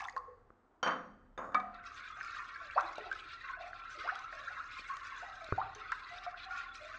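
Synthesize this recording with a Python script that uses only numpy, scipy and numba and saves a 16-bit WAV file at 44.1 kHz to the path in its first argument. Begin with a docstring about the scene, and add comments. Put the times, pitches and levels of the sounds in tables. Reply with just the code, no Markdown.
"""The last of some water splashes into a wide brass pot of thin liquid; a china bowl lands and rocks on the counter.
A steel spoon bumps and scrapes the counter, knocks the pot, then stirs: swarms of damped sines make the bubbles
and spray, and gliding tones with a froth of noise make the gulps where air pockets close.
Drifting resonances give the pot's hollow and decaying noise a small kitchen; a few drops tap the close microphone
with short low modes, over filtered-noise air, a low rumble and a wavering hum."""
import sys
import numpy as np
from scipy import signal
from scipy.fft import rfft, irfft, next_fast_len
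from scipy.io import wavfile
from scipy.ndimage import map_coordinates
from numba import njit

SR = 44100
rng = np.random.default_rng(int(sys.argv[2]) if len(sys.argv) > 2 else 0)


def wav_out(sig):
    """Save sig, one row per channel (or a flat mono array), as 16-bit PCM at SR to the path in sys.argv[1]."""
    wavfile.write(sys.argv[1], SR, np.round(np.clip(np.atleast_2d(sig).T, -1, 1) * 32767).astype(np.int16))


N = 307818
TIME = np.arange(N) / SR
RING = TIME[:SR]  # one second, for anything that dies away

# Tone of a blow on the counter, also lent to the spoon's clack on the pot.
# Each row: frequency in Hz, level in dB.
COUNTER_COLOUR = [(88, -45.5), (130, -32.5), (210, -12.5), (464, -16), (513, -12), (628, -9.5), (974, -9),
                  (1080, -1.5), (1510, -5), (2860, -25.5), (3170, -29), (3880, -33), (4510, -33),
                  (4910, -44), (8420, -50.5), (10900, -68.5), (18500, -120)]
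# Ringing modes of the steel spoon. Each row: frequency in Hz, level in dB, 60 dB decay time in s.
SPOON_MODES = [(3000, -10, .25), (3380, -7, 0.12), (3580, -7, 0.16), (3620, 6, 0.054), (4840, -7.5, .05),
               (5728, -18, .1), (6540, -12, 0.11), (6480, 0, 0.091), (6800, -17, .2), (8511, -24, 0.2)]


def undb(db):
    """Decibels to gain."""
    return 10 ** (np.asarray(db) / 20)


def unit(x):
    """Scale to rms 1."""
    return x / np.sqrt(np.mean(x ** 2))


def at(points, hz):
    """Read (Hz, value) points on a log-frequency axis."""
    f, value = np.transpose(points)
    return np.interp(np.log(np.maximum(hz, 1)), np.log(f), value)


def colour(x, points):
    """Filter by a (Hz, dB) spectrum, causally so that attacks stay sharp."""
    size = next_fast_len(len(x) + SR // 2, True) * 2
    gain = undb(at(points, np.arange(size // 2 + 1) * SR / size))
    # folding the cepstrum forward gives minimum phase
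    cepstrum = irfft(np.log(gain))
    cepstrum[1:size // 2] *= 2
    cepstrum[size // 2 + 1:] = 0
    return irfft(rfft(x, size) * np.exp(rfft(cepstrum)))[:len(x)]


def band(x, low_hz, high_hz, order=2):
    """Butterworth band-pass."""
    return signal.sosfilt(signal.butter(order, [low_hz, high_hz], "band", fs=SR, output="sos"), x)


def add(track, s, sound):
    """Mix a sound in at time s."""
    start = max(int(s * SR), 0)
    track[start:start + len(sound)] += sound[:N - start]


def fade(t60):
    """Exponential decay over one second, falling 60 dB in t60 seconds."""
    return np.exp(-np.log(1000) * RING / t60)


def drift(per_s):
    """A random wander through per_s new values a second, with a spread near 1."""
    return np.interp(TIME * per_s, np.arange(512), rng.standard_normal(512))


def churn():
    """Stirred liquid: a swarm of bubbles, a gliding trickle, dense spray, finer mist, and faint deep gurgles."""
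    # Tone of the stirred liquid. Each row: frequency in Hz, level in dB.
    stir_colour = [(530, -54), (920, -25), (1060, -1.5), (1250, -4.5), (1370, 2), (1600, -3), (1740, -5.5),
                   (2380, -10.5), (2850, -16.5), (3150, -22), (3460, -16), (4020, -17.5), (4600, -24),
                   (5000, -27), (5400, -31.5), (6480, -31.5), (8420, -48), (10900, -76.5), (18500, -120)]
    bubble_gain, spray_gain, mist_gain = stirring()
    bubbles = cloud(stir_colour, per_s=1800, low_hz=1000, high_hz=2804, cycles=16,
                    spread_db=4.5, rise=0.05, cluster_db=1.5, clusters_per_s=22)
    spray = cloud(stir_colour, per_s=6000, low_hz=2351, high_hz=5380, cycles=9,
                  spread_db=4.0, rise=0.023, cluster_db=2.9, clusters_per_s=19)
    mist = cloud(stir_colour, per_s=4500, low_hz=4900, high_hz=9470, cycles=10,
                 spread_db=5.0, rise=0.019, cluster_db=3.0, clusters_per_s=22)
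    # lone bubbles that ring longer and glide upward as they surface
    trickle = cloud(stir_colour, per_s=130, low_hz=1450, high_hz=4408, cycles=32,
                    spread_db=3.0, rise=0.07, cluster_db=2.0, clusters_per_s=12)
    when, pitch, loud = rng.random((900, 3)).T
    deep_hz = 330 * 2.5 ** pitch
    deep_size = undb(3.0 * loud + 9 * pitch)
    deep = ring_bubbles(when * N, deep_hz, np.full(len(when), 3.), deep_size, .04 * pitch)
    swarm = undb(-8) * bubbles + undb(-14) * trickle + undb(-33) * unit(deep)
    # the liquid breaks in fits, all sizes of drop at once
    spatter_db, spatters_per_s = 3.5, 45
    spatter = unit(undb(spatter_db * drift(spatters_per_s)))
    return swirl(bubble_gain * swarm + spatter * (spray_gain * spray + mist_gain * mist))


def stirring():
    """Bubble, spray and mist gains over time; overlapping surges add in power."""
    # Short overlapping surges of bubbles, spray and mist in the stirred liquid. 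Each row: start in seconds,
    # length in seconds, bubble level in dB, spray level in dB, fine mist level in dB.
    surges = [(1.722, 0.054, -48, -69.5, -83), (1.825, 0.123, -45.5, -65.5, -68),
              (1.943, 0.17, -43.5, -58.5, -70), (2.136, 0.1, -42.5, -62.5, -67.5),
              (2.224, 0.15, -41.5, -58, -63), (2.332, 0.11, -43, -60, -65.5),
              (2.466, 0.16, -42.5, -62.5, -69.5), (2.62, 0.048, -53, -58.5, -70),
              (2.676, 0.2, -42, -59, -70.5), (2.817, 0.1, -53, -61, -66), (2.933, 0.15, -45, -58.5, -72),
              (3.098, 0.24, -47, -58, -71), (3.274, 0.15, -48, -60, -76.5),
              (3.417, 0.11, -41, -60.5, -74.5), (3.585, 0.092, -45, -60, -70),
              (3.718, 0.18, -49, -61.5, -76.5), (3.874, 0.093, -47.5, -60.5, -66.5),
              (3.973, 0.17, -42.5, -54.0, -67.5), (4.151, 0.18, -49, -60.5, -73.5),
              (4.309, 0.074, -45, -57, -64), (4.38, 0.18, -43.5, -60.5, -70.5),
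              (4.534, 0.16, -44.5, -66, -71), (4.694, 0.16, -44.5, -56.5, -65.5),
              (4.861, 0.15, -43, -64.5, -67), (5.018, 0.22, -41.5, -58.0, -65),
              (5.224, 0.21, -47, -63, -69.0), (5.425, 0.14, -44.0, -59.5, -68.5),
              (5.577, 0.195, -48, -63.5, -79.5), (5.775, 0.23, -44, -59.5, -72.5),
              (6.013, 0.12, -45.5, -57.0, -72.5), (6.101, 0.12, -47, -57.5, -68),
              (6.198, 0.11, -44, -61.5, -73), (6.351, 0.1, -45, -57.5, -73.5),
              (6.477, 0.11, -42.5, -57.5, -65.5), (6.566, 0.11, -44.5, -58.0, -73),
              (6.724, 0.121, -46, -62, -67.5), (6.83, 0.17, -43.5, -59.5, -69.5)]
    bubbles, spray, mist = np.zeros((3, N))
    for s, length, bubble_db, spray_db, mist_db in surges:
        # bubbles gather more slowly than the spray and outlast it
        quick = swell_and_sag(length, attack_s=0.027, release_s=0.023, sag_db_per_s=12)
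        slow = swell_and_sag(length, attack_s=0.034, release_s=0.065, sag_db_per_s=6)
        add(bubbles, s, (undb(bubble_db) * slow) ** 2)
        add(spray, s, (undb(spray_db) * quick) ** 2)
        add(mist, s, (undb(mist_db) * quick) ** 2)
    return np.sqrt([bubbles, spray, mist])


def swell_and_sag(length, attack_s, release_s, sag_db_per_s):
    """A level that rises in a straight line, sags steadily and dies away after its length."""
    attack = np.minimum(RING / attack_s, 1)
    release = np.exp(-np.maximum(RING - length, 0) / release_s)
    return attack * undb(-sag_db_per_s * RING) * release


def cloud(spectrum, per_s, low_hz, high_hz, cycles, spread_db, rise, cluster_db, clusters_per_s):
    """A swarm of bubbles, mostly faint, a few loud, shed in clusters of like size; rms 1."""
    when, pitch, damping, loud, climb = rng.random((int(per_s * N / SR), 5)).T
    hz = low_hz * (high_hz / low_hz) ** pitch
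    life = cycles * 2 ** (2 * damping - 1)
    # a random map over time and half-octaves of pitch lifts neighbours together
    place = [when * N / SR * clusters_per_s, 2 * np.log2(high_hz / hz)]
    cluster = map_coordinates(rng.standard_normal((512, 8)), place, order=1, mode="mirror")
    level_db = cluster_db * cluster - spread_db * np.log(loud + 0.0063)
    size = undb(level_db) * hz / np.sqrt(life)  # equal power per Hz before colouring
    bubbles = ring_bubbles(when * N, hz, life, size, rise * climb)
    return unit(colour(in_pot(bubbles, wall_db=-3.5), spectrum))


@njit
def ring_bubbles(start, hz, cycles, size, rise):
    """Each bubble is a damped sine whose pitch climbs as it nears the surface."""
    out = np.zeros(N)
    for k in range(len(start)):
        first = int(start[k])
        life, phase = cycles[k] * SR / hz[k], 0.  # samples, radians
        for i in range(min(int(5 * life), N - first)):
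            phase += 2 * np.pi * hz[k] / SR * (1 + rise[k] * i / life)
            swell = 1 - np.exp(-i * hz[k] / SR)
            out[first + i] += size[k] * np.exp(-i / life) * swell * np.sin(phase)
    return out


def swirl(x):
    """The spoon circles toward the wall and away, so the wall's echo colours the rush up and down."""
    echo_db, lag_s, swing_s, turns_per_s = -12.5, 0.001211, .00035, 2.7
    lag = lag_s + swing_s * np.sin(2 * np.pi * turns_per_s * TIME + drift(3))
    echo = map_coordinates(x, [(TIME - lag) * SR], mode="nearest")
    return (x + undb(echo_db) * echo) / np.hypot(1, undb(echo_db))


def gulps():
    """Air pockets in the poured and stirred liquid: closed ones ring briefly and rise, or burst; open ones linger."""
    # Large bubbles pinching off. Each row: start in seconds, start pitch in Hz,
    # rise as a share of that pitch, relative level in dB.
    closing = [(.084, 1830, 0.087, -29), (0.166, 1014, 0.12, -22.5), (.183, 1070, 0.07, -34),
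               (2.345, 1560, 0.063, -33.5), (2.365, 1173, 0.12, -31.5), (2.757, 551.4, 0.77, -22.5),
               (2.761, 653, 0.1, -28), (2.773, 925, 0.54, -16), (2.786, 967, 0.23, -28.5),
               (3.114, 1517, 0.016, -25), (3.125, 1590, 0.027, -32), (4.034, 448, 1.3, -37),
               (4.073, 1000, 0.38, -28), (4.087, 1295, 0.35, -22.5), (4.099, 1683, .14, -31),
               (4.117, 674, 0.33, -35), (4.154, 1148, 0.44, -32), (4.476, 1320, 0.19, -32),
               (4.482, 1664, 0.14, -33.5), (4.501, 700, 0.22, -44.5), (4.89, 1450, 0.039, -39.5),
               (5.221, 584, 0.56, -37), (5.578, 716, 0.25, -20), (5.597, 942, 0.22, -29),
               (5.612, 1100, 0.27, -27.5), (5.919, 1255, 0.22, -25), (5.918, 1517, 0.33, -25.5),
               (5.92, 987, 0.09, -31.5), (6.264, 705, 0.024, -31.5), (6.341, 1380, 0.12, -37)]
    # Bubbles that burst as soon as they form. Each row: start in seconds, pitch in Hz, relative level in dB.
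    pops = [(.164, 822, -28.5), (.164, 1420, -31.5), (2.204, 1900, -36), (2.21, 1490, -25),
            (2.699, 1450, -32), (2.982, 604, -27), (3.487, 1522, -29), (3.731, 1440, -31.5),
            (4.325, 643, -42.5), (4.327, 1500, -32), (5.044, 1520, -37), (6.264, 1120, -31.5)]
    # Open dimples in the surface that ring on. Each row: start in seconds, start pitch in Hz,
    # glide as a share of that pitch, length in seconds, relative level in dB.
    dimples = [(0.015, 792, 0.015, 0.056, -38.5), (0.062, 725, 0.033, 0.088, -51),
               (.13, 520, -0.11, 0.15, -52), (0.201, 1100, .02, 0.15, -55.5),
               (.275, 506, -0.052, 0.084, -47.5), (2.096, 1257, -0.092, 0.06, -42.5),
               (2.168, 626, 0.5, 0.05, -51), (2.385, 1191, -0.12, 0.083, -39),
               (2.608, 700, -0.2, 0.079, -50), (2.823, 344, -0.064, 0.13, -54),
               (2.998, 439.5, -0.13, 0.072, -45), (3.038, 367.6, -0.12, 0.19, -58.5),
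               (3.054, 700, 0.21, 0.064, -41), (3.152, 1368, -0.058, 0.047, -45),
               (3.437, 1100, -0.0037, 0.14, -42.5), (3.491, 1057, -0.029, 0.059, -39.5),
               (3.567, 684, 0.019, 0.077, -46.5), (3.592, 662.6, 0.15, 0.14, -39.5),
               (3.786, 1071, -0.0035, 0.15, -49.5), (3.841, 1340, 0.097, 0.15, -48.5),
               (3.948, 595, -0.04, 0.058, -51.5), (3.974, 361, 0.25, 0.049, -49.5),
               (4.194, 1043, 0.13, 0.081, -42.5), (4.237, 1318, 0.055, 0.088, -39),
               (4.373, 1370, 0.023, 0.098, -46), (4.321, 656, -0.13, 0.14, -46.5),
               (4.569, 1029, 0.22, 0.068, -40.5), (4.894, 1085, 0.057, 0.079, -32.5),
               (5.113, 1150, -0.16, 0.083, -42), (5.255, 800, -0.16, 0.19, -47.5),
               (5.411, 686, -0.095, 0.074, -40.5), (5.757, 438, -0.13, 0.052, -47.5),
               (6.015, 1046, 0.076, 0.096, -43), (6.104, 691, 0.13, 0.2, -45),
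               (6.456, 758, 0.021, 0.15, -42.5), (6.505, 1429, 0.011, 0.14, -39),
               (6.797, 599, 0.1, 0.21, -47.5)]
    closed_froth_db, open_froth_db = -10.5, -8.5
    out = np.zeros(N)
    for s, hz, rise, db in closing:
        length = 19.73 / hz  # a fixed count of cycles, so small bubbles are brief
        swell = length * (.14 + 0.36 * rise)  # the further it climbs, the later it is loudest
        add(out, s, undb(db) * air_pocket(hz, rise, swell, length, closed_froth_db))
    for s, hz, db in pops:
        add(out, s, undb(db) * air_pocket(hz, 0.32, 0.0012, 5 / hz, closed_froth_db))
    for s, hz, glide, length, db in dimples:
        add(out, s, undb(db) * air_pocket(hz, glide, length * 0.12, length, open_froth_db))
    return out


def air_pocket(start_hz, glide, swell, length, froth_db):
    """A pocket of air swells, rings with a gliding pitch and breaks up into a froth of smaller bubbles."""
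    t, end_hz = RING[:SR // 3], start_hz * (1 + glide)
    hz = start_hz + (end_hz - start_hz) * np.minimum(t / length, 1.3)
    rising = np.minimum(t / swell, 1)
    past_peak = np.maximum(t - swell, 0)
    dying = past_peak / max(length - swell, .002)
    # a fresh bubble rings cleanly; then the moving surface shakes its level and pitch
    shake, wobble = (unit(band(rng.standard_normal(len(t)), 15, 55)) * np.minimum(t / 0.011, 1)
                     for _ in range(2))
    phase = 2 * np.pi * np.cumsum(hz) / SR + 0.43 * wobble
    tone = undb(-15 * dying + 1.2 * shake) * np.sin(phase)
    low_hz, high_hz = 0.942 * min(start_hz, end_hz), 1.062 * max(start_hz, end_hz)
    froth = unit(band(rng.standard_normal(len(t)), low_hz, high_hz, order=3))
    lingering = undb(-15 * past_peak / (length + 0.0011))
    return rising * (tone + undb(froth_db) * lingering * froth)


def pour():
    """The thinning stream drives bubbles under the surface and throws a little spray."""
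    # The thinning stream. Each row: time in seconds, bubble level in dB, spray level in dB.
    stream = [(0, -37, -55.5), (.03, -46, -74), (.055, -41, -71), (.075, -61, -75), (.11, -61.5, -82),
              (.15, -68, -85)]
    # Tone of the larger bubbles a falling stream traps. Each row: frequency in Hz, level in dB.
    pour_colour = [(400, -16.5), (750, -5), (1150, 0), (1450, -14), (1900, -5.5), (2800, -14.5),
                   (6000, -28)]
    bubble_gain, spray_gain = flow(stream)
    bubbles = cloud(pour_colour, per_s=1100, low_hz=605, high_hz=2730, cycles=3.7,
                    spread_db=3.5, rise=0.03, cluster_db=3.5, clusters_per_s=21)
    spray = unit(band(rng.standard_normal(N), 2200, 6300, order=3))
    return bubble_gain * bubbles + spray_gain * spray


def flow(curve):
    """Bubble and spray gains over time; the stream is silent before and after."""
    s, bubble_db, spray_db = np.transpose(curve)
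    moving = (TIME >= s[0]) & (TIME <= s[-1] + .01)
    return moving * undb([np.interp(TIME, s, bubble_db), np.interp(TIME, s, spray_db)])


def splats():
    """A drop lands with a smack and traps one tiny bubble that chirps upward."""
    # Single drops landing on the surface, strong and faint. Each row: start in seconds, smack level in dB,
    # pitch of the trapped bubble in Hz, bubble level in dB.
    drops = [(0.018, -47, 5800, -59), (0.041, -46, 4900, -57), (0.049, -52, 3400, -38.5),
             (.072, -62, 6230, -47), (0.083, -49, 3920, -54), (.096, -52, 6600, -48),
             (.097, -56, 4630, -48), (.107, -68, 4100, -57), (.125, -63, 4660, -52),
             (0.164, -49, 4260, -50), (0.177, -53, 4400, -46), (1.744, -61, 3820, -48),
             (1.839, -61, 2020, -41), (2.229, -46.5, 5160, -54), (2.247, -47, 2300, -38),
             (2.71, -53, 2600, -37), (2.808, -45, 5730, -45.5), (2.956, -49, 3840, -42),
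             (2.9808, -47, 2400, -50), (3.113, -50, 2730, -46), (3.1264, -45.5, 3100, -40),
             (3.987, -56, 3580, -46), (4.154, -45, 3250, -36.5), (4.191, -50, 5860, -45.5),
             (4.9676, -43.5, 2590, -50), (5.443, -46.5, 3780, -38.5), (5.7489, -46.5, 5950, -38.5),
             (5.9183, -39.5, 2680, -44), (6.047, -77, 4020, -44), (6.184, -59, 3600, -34.5)]
    rise_per_s = 14  # share of its pitch that the bubble climbs each second
    out = np.zeros(N)
    for s, smack_db, hz, bubble_db in drops:
        smack = unit(band(rng.standard_normal(SR), 560, 5920, order=4)) * fade(0.018)
        chirp = np.sin(2 * np.pi * hz * RING * (1 + rise_per_s * RING / 2)) * fade(0.014)
        add(out, s, (undb(smack_db) * smack + undb(bubble_db) * chirp) * (1 - fade(0.006)))
    return out


def in_pot(x, wall_db):
    """Sound bounces between moving liquid and brass wall for a few hundredths of a second, on ever-changing paths."""
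    paths = rng.standard_normal(size=(3, SR)) * fade(0.041) * (RING > .001)
    paths = paths[:, :SR // 10]
    # the surface keeps shifting the balance of three paths, nine times a second
    shares = np.array([drift(9) for _ in paths])
    shares /= np.sqrt(np.sum(shares ** 2, axis=0))
    bounces = 0
    for share, path in zip(shares, paths):
        bounces = bounces + share * signal.oaconvolve(x, path / np.sqrt(np.sum(path ** 2)))[:N]
    return x + undb(wall_db) * bounces


def pot_hollow(x):
    """The air between the liquid and the rim favours a few pitches, which glide as the surface heaves."""
    # Resonances of the pot's air. Each row: frequency in Hz, width in Hz, level in dB.
    pot_air = [(700, 11, -21), (1060, 41, -9.5), (1329, 57, 1.5), (1534, 80, -3.5), (2300, 180, -16)]
    sway_share, sways_per_s = 0.024, 7
    out = x
    for hz, width, db in pot_air:
        moving_hz = hz * (1 + sway_share * drift(sways_per_s))
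        out = out + undb(db) * resonate(x, moving_hz, float(width))
    return out


@njit
def resonate(x, hz, width):
    """A band-pass whose centre may move every sample; gain 1 at the centre."""
    out, b, low = np.empty(len(x)), 0., 0.
    for i in range(len(x)):
        g, k = np.tan(np.pi * hz[i] / SR), width / hz[i]
        v = (b + g * (x[i] + 1e-18 - low)) / (1 + g * (g + k))
        b, low, out[i] = 2 * v - b, low + 2 * g * v, k * v
    return out


def pot_knocks():
    """The spoon clacks on the brass; the ring builds as it spreads round the wall, and the liquid damps it."""
    # The spoon meets the pot. Each row: start in seconds, pot level in dB, tick level in dB, steel ring level in dB.
    pot_hits = [(1.545, -24.5, -45, -73), (1.599, -41, -57, -81)]
    # Modes of the filled brass pot. Each row: frequency in Hz, level in dB, 60 dB decay time in s.
    pot_modes = [(208.3, -15.5, 0.18), (705, -24, 0.63), (747, -16.5, 0.35), (1078, -1.5, 0.1),
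                 (1232, -0.5, 0.18), (1295, -17, 0.085), (1526, -11.5, 0.11), (1700, -11.5, 0.12),
                 (1927, -23.5, 0.23), (2296, 1, 0.065), (3650, -6.5, 0.039), (4670, -8.5, 0.016),
                 (5700, -46, 0.087), (6760, -42, 0.097)]
    out = np.zeros(N)
    for s, pot_db, tick_db, steel_db in pot_hits:
        clack = unit(colour(rng.standard_normal(SR), COUNTER_COLOUR))
        clack = clack * (undb(-3.5) * fade(0.073) + undb(-25.5) * fade(0.89))
        tick = unit(band(rng.standard_normal(SR), 2500, 5800, order=4)) * fade(0.019)
        wall = shell(pot_modes, split_hz=18.5, rough_db=3.5) * (1 - fade(0.091))
        # the waves round the wall meet again
        swell = np.sin(2 * np.pi * 1240 * RING) * np.exp(-((RING - .0105) / 0.0026) ** 2)
        pot = undb(4.5) * wall + undb(5.0) * swell + clack
        add(out, s, undb(pot_db) * pot + undb(tick_db) * tick + undb(steel_db) * ring(SPOON_MODES))
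    return out


def bowl_set_down():
    """The china bowl lands and rocks, ringing as it strikes the counter."""
    # Contacts of the bowl. Each row: start in seconds, counter level in dB, china ring level in dB,
    # contact brightness in Hz.
    bowl_hits = [(.8285, -22, -32, 8140), (.834, -37, -53, 8000), (.841, -57, -43, 4000),
                 (.8625, -22.5, -43, 6000), (.874, -22, -37, 4000), (.891, -27.5, -76, 2000),
                 (.909, -34, -52.5, 1900)]
    # Modes of the china bowl. Each row: frequency in Hz, level in dB, 60 dB decay time in s.
    bowl_modes = [(2643, -30, .25), (3092, -6.5, 0.27), (3190, -15, .18), (3430, -27, 0.3),
                  (3700, -28, .35), (4183, -29, 0.2), (4463, -27, .22), (4625, -13.5, 0.22),
                  (5686, -11.5, 0.1), (6410, -17, 0.1), (6514, -23, 0.1), (8366, -38, 0.13),
                  (8560, -40, 0.09)]
    return counter_knocks(bowl_hits, bowl_modes)


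def spoon_taken_up():
    """The steel spoon bumps along the counter as it is taken up."""
    # Bumps of the spoon. Each row: start in seconds, counter level in dB, steel ring level in dB,
    # contact brightness in Hz.
    spoon_hits = [(1.377, -32, -60, 2620), (1.388, -27, -75, 1100), (1.42, -30, -82, 1120),
                  (1.443, -38, -79, 1120), (1.49, -37, -85, 1110), (1.52, -36.5, -79, 1500)]
    return counter_knocks(spoon_hits, SPOON_MODES)


def spoon_scrape():
    """The dragged spoon catches and slips, which keeps a rough, thin ring going in the steel."""
    # Bands where the dragged steel sings. Each row: frequency in Hz, width in Hz, level in dB.
    scrape_bands = [(3750, 260, -5), (4600, 2800, 1), (6740, 310, 1), (8500, 250, -11)]
    start_s, length_s, scrape_db = 1.378, 0.17, -78
    out = np.zeros(N)
    friction = rng.standard_normal(N) * undb(3.7 * drift(60))
    steel = unit(sum(undb(db) * unit(band(friction, hz - width / 2, hz + width / 2))
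                     for hz, width, db in scrape_bands))
    drag = swell_and_sag(length_s, attack_s=.004, release_s=.03, sag_db_per_s=18)
    add(out, start_s, undb(scrape_db) * steel[:SR] * drag)
    return out


def counter_knocks(hits, modes):
    """Each blow cracks, shakes the counter and rings the object that struck it."""
    # Modes of the counter. Each row: frequency in Hz, level in dB, 60 dB decay time in s.
    counter_modes = [(208, -6, 0.74), (511, 7, 0.29), (527, 1, 0.21), (955, -11, 0.096), (1100, -6, 0.21),
                     (1180, -12, 0.36), (1320, 0.5, .4), (1370, -5, .4)]
    # How long the counter's dense modes last. Each row: frequency in Hz, 60 dB decay time in s.
    counter_t60 = [(150, 1), (400, 0.31), (1040, 0.36), (2760, 0.36), (7280, 0.42)]
    out = np.zeros(N)
    for s, counter_db, ring_db, bright_hz in hits:
        crack = undb(5.0) * rng.standard_normal(SR) * fade(0.038)
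        shaken = colour(crack + tail(counter_t60), COUNTER_COLOUR)
        body = undb(6.5) * shaken + undb(-27.0) * ring(counter_modes)
        ringing = shell(modes, split_hz=-16, rough_db=2.5) * (1 - fade(0.0036)) ** 2
        add(out, s, undb(counter_db) * soften(body, bright_hz) + undb(ring_db) * ringing)
    return out


def ring(modes):
    """Decaying sines of a struck object."""
    return sum(undb(db) * np.sin(2 * np.pi * hz * RING) * fade(t60) for hz, db, t60 in modes)


def shell(modes, split_hz, rough_db):
    """Slight asymmetry makes each mode a close pair that beats; whatever touches the object roughens the ring."""
    out = np.zeros(SR)
    for hz, db, t60 in modes:
        partner_hz = hz + split_hz * rng.uniform(1.0, 2.3)
        pair = ring([(hz, db, t60), (partner_hz, db - 11, t60)])
        # a new random level 130 times a second
        rough = np.interp(RING * 130, np.arange(256), rng.standard_normal(256))
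        out += pair * unit(undb(rough_db * rough))
    return out


def soften(x, hz):
    """A contact that lasts longer pushes in less treble."""
    return signal.sosfilt(signal.butter(3, min(hz, SR / 5), fs=SR, output="sos"), x)


def tail(t60s):
    """Countless overlapping modes: white noise whose half-octaves die at their own rates."""
    noise = rfft(rng.standard_normal(SR))
    octave = np.round(2 * np.log2(np.maximum(np.arange(len(noise)), 100))) / 2
    return sum(irfft(noise * (octave == k), SR) * fade(at(t60s, 2 ** k)) for k in np.unique(octave))


def taps():
    """A drop on the microphone's housing: a dry tick and a short low thump."""
    # Drops on the microphone. Each row: start in seconds, tick level in dB, thump level in dB.
    mic_drops = [(0.5039, -38.5, -87), (4.795, -37.5, -64), (4.866, -48, -60.5), (5.489, -35, -62),
                 (5.524, -11.5, -10)]
    out = np.zeros(N)
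    for s, tick_db, thump_db in mic_drops:
        tick = ring([(1200, 4.2, 0.0066), (410, 7.8, 0.0042)]) * (1 - fade(0.0088))
        thump = ring([(103.5, -15.0, 0.056), (151, -10, 0.023), (401, -24, 0.048)]) * (1 - fade(0.023))
        add(out, s, soften(undb(tick_db) * tick + undb(thump_db) * thump, 3000))
    return out


def kitchen(x, wet_db):
    """Direct sound plus the reverberation of a small hard room."""
    # How long the room rings. Each row: frequency in Hz, 60 dB decay time in s.
    room_t60 = [(200, 1), (1000, 0.51), (3000, 0.91), (5500, 0.6), (9000, 0.42)]
    # Tone of the room. Each row: frequency in Hz, level in dB.
    room_colour = [(100, 0.5), (500, 2), (1200, 0), (3000, -14.5), (9000, 2.5)]
    onset = np.clip(RING / 0.0058 - .5, 0, 1)  # nothing for 2.9 ms, then a quick build-up
    echo = colour(tail(room_t60), room_colour) * onset
    return x + undb(wet_db) * signal.fftconvolve(x, echo / np.sqrt(np.sum(echo ** 2)))[:N]


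def background():
    """Faint room air as coloured noise, over a low rumble and a wavering hum that dip together briefly."""
    # Tone of the room air. Each row: frequency in Hz, level in dB.
    air_colour = [(59, -45.5), (100, -25), (188, -11.5), (239, -6), (316, -7), (502, -10.5), (551, -14),
                  (627, -8.5), (909, -10), (1340, -12), (2480, -32), (4500, -40), (8420, -43.5),
                  (10900, -100), (18500, -120)]
    # Tone of the low rumble. Each row: frequency in Hz, level in dB.
    rumble_colour = [(30, -1), (52, -5), (64, -2), (82, -3), (120, -6), (150, -18), (400, -42)]
    # Hum tones, before their waver. Each row: frequency in Hz, level in dB.
    hum_tones = [(37, -66), (80, -82)]
    # The brief dip in rumble and hum. Each row: time in seconds, level in dB.
    low_dip = [(.48, 0), (.6, -14), (.8, -14), (1.1, -3), (1.25, 0)]
    air = unit(colour(rng.standard_normal(N), air_colour))
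    rumble = unit(band(colour(rng.standard_normal(N), rumble_colour), 25, 400, order=4))
    hum = np.zeros(N)
    for hz, db in hum_tones:
        tone = np.sin(2 * np.pi * hz * TIME + .9 * drift(6))
        hum += undb(db) * tone * undb(2.5 * drift(6))
    dip = undb(np.interp(TIME, *np.transpose(low_dip)))
    return undb(-71) * air + (undb(-69.5) * rumble + hum) * dip


def scene():
    """Liquid and knocks in the kitchen; the taps, right on the microphone, stay nearly dry."""
    pockets_and_drops = in_pot(undb(-5.0) * gulps() + splats(), wall_db=-23.0)
    liquid = pot_hollow(pour() + churn() + pockets_and_drops)
    knocks = bowl_set_down() + spoon_taken_up() + spoon_scrape() + pot_knocks()
    in_room = kitchen(liquid, wet_db=-8.5) + kitchen(knocks, wet_db=-10.0)
    return (in_room + kitchen(taps(), wet_db=-17.0) + background())[None]


def record(dry):
    """The microphone dips slightly near 9 kHz and lifts toward 13 kHz; a steep low-pass cuts the top at 13.8 kHz."""
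    toned = colour(dry[0], [(8400, 0), (9000, -2), (13000, 3.5)])
    return signal.sosfilt(signal.ellip(8, .2, 70, 13800, fs=SR, output="sos"), toned)[None]


dry = scene()
out = record(dry)
wav_out(out)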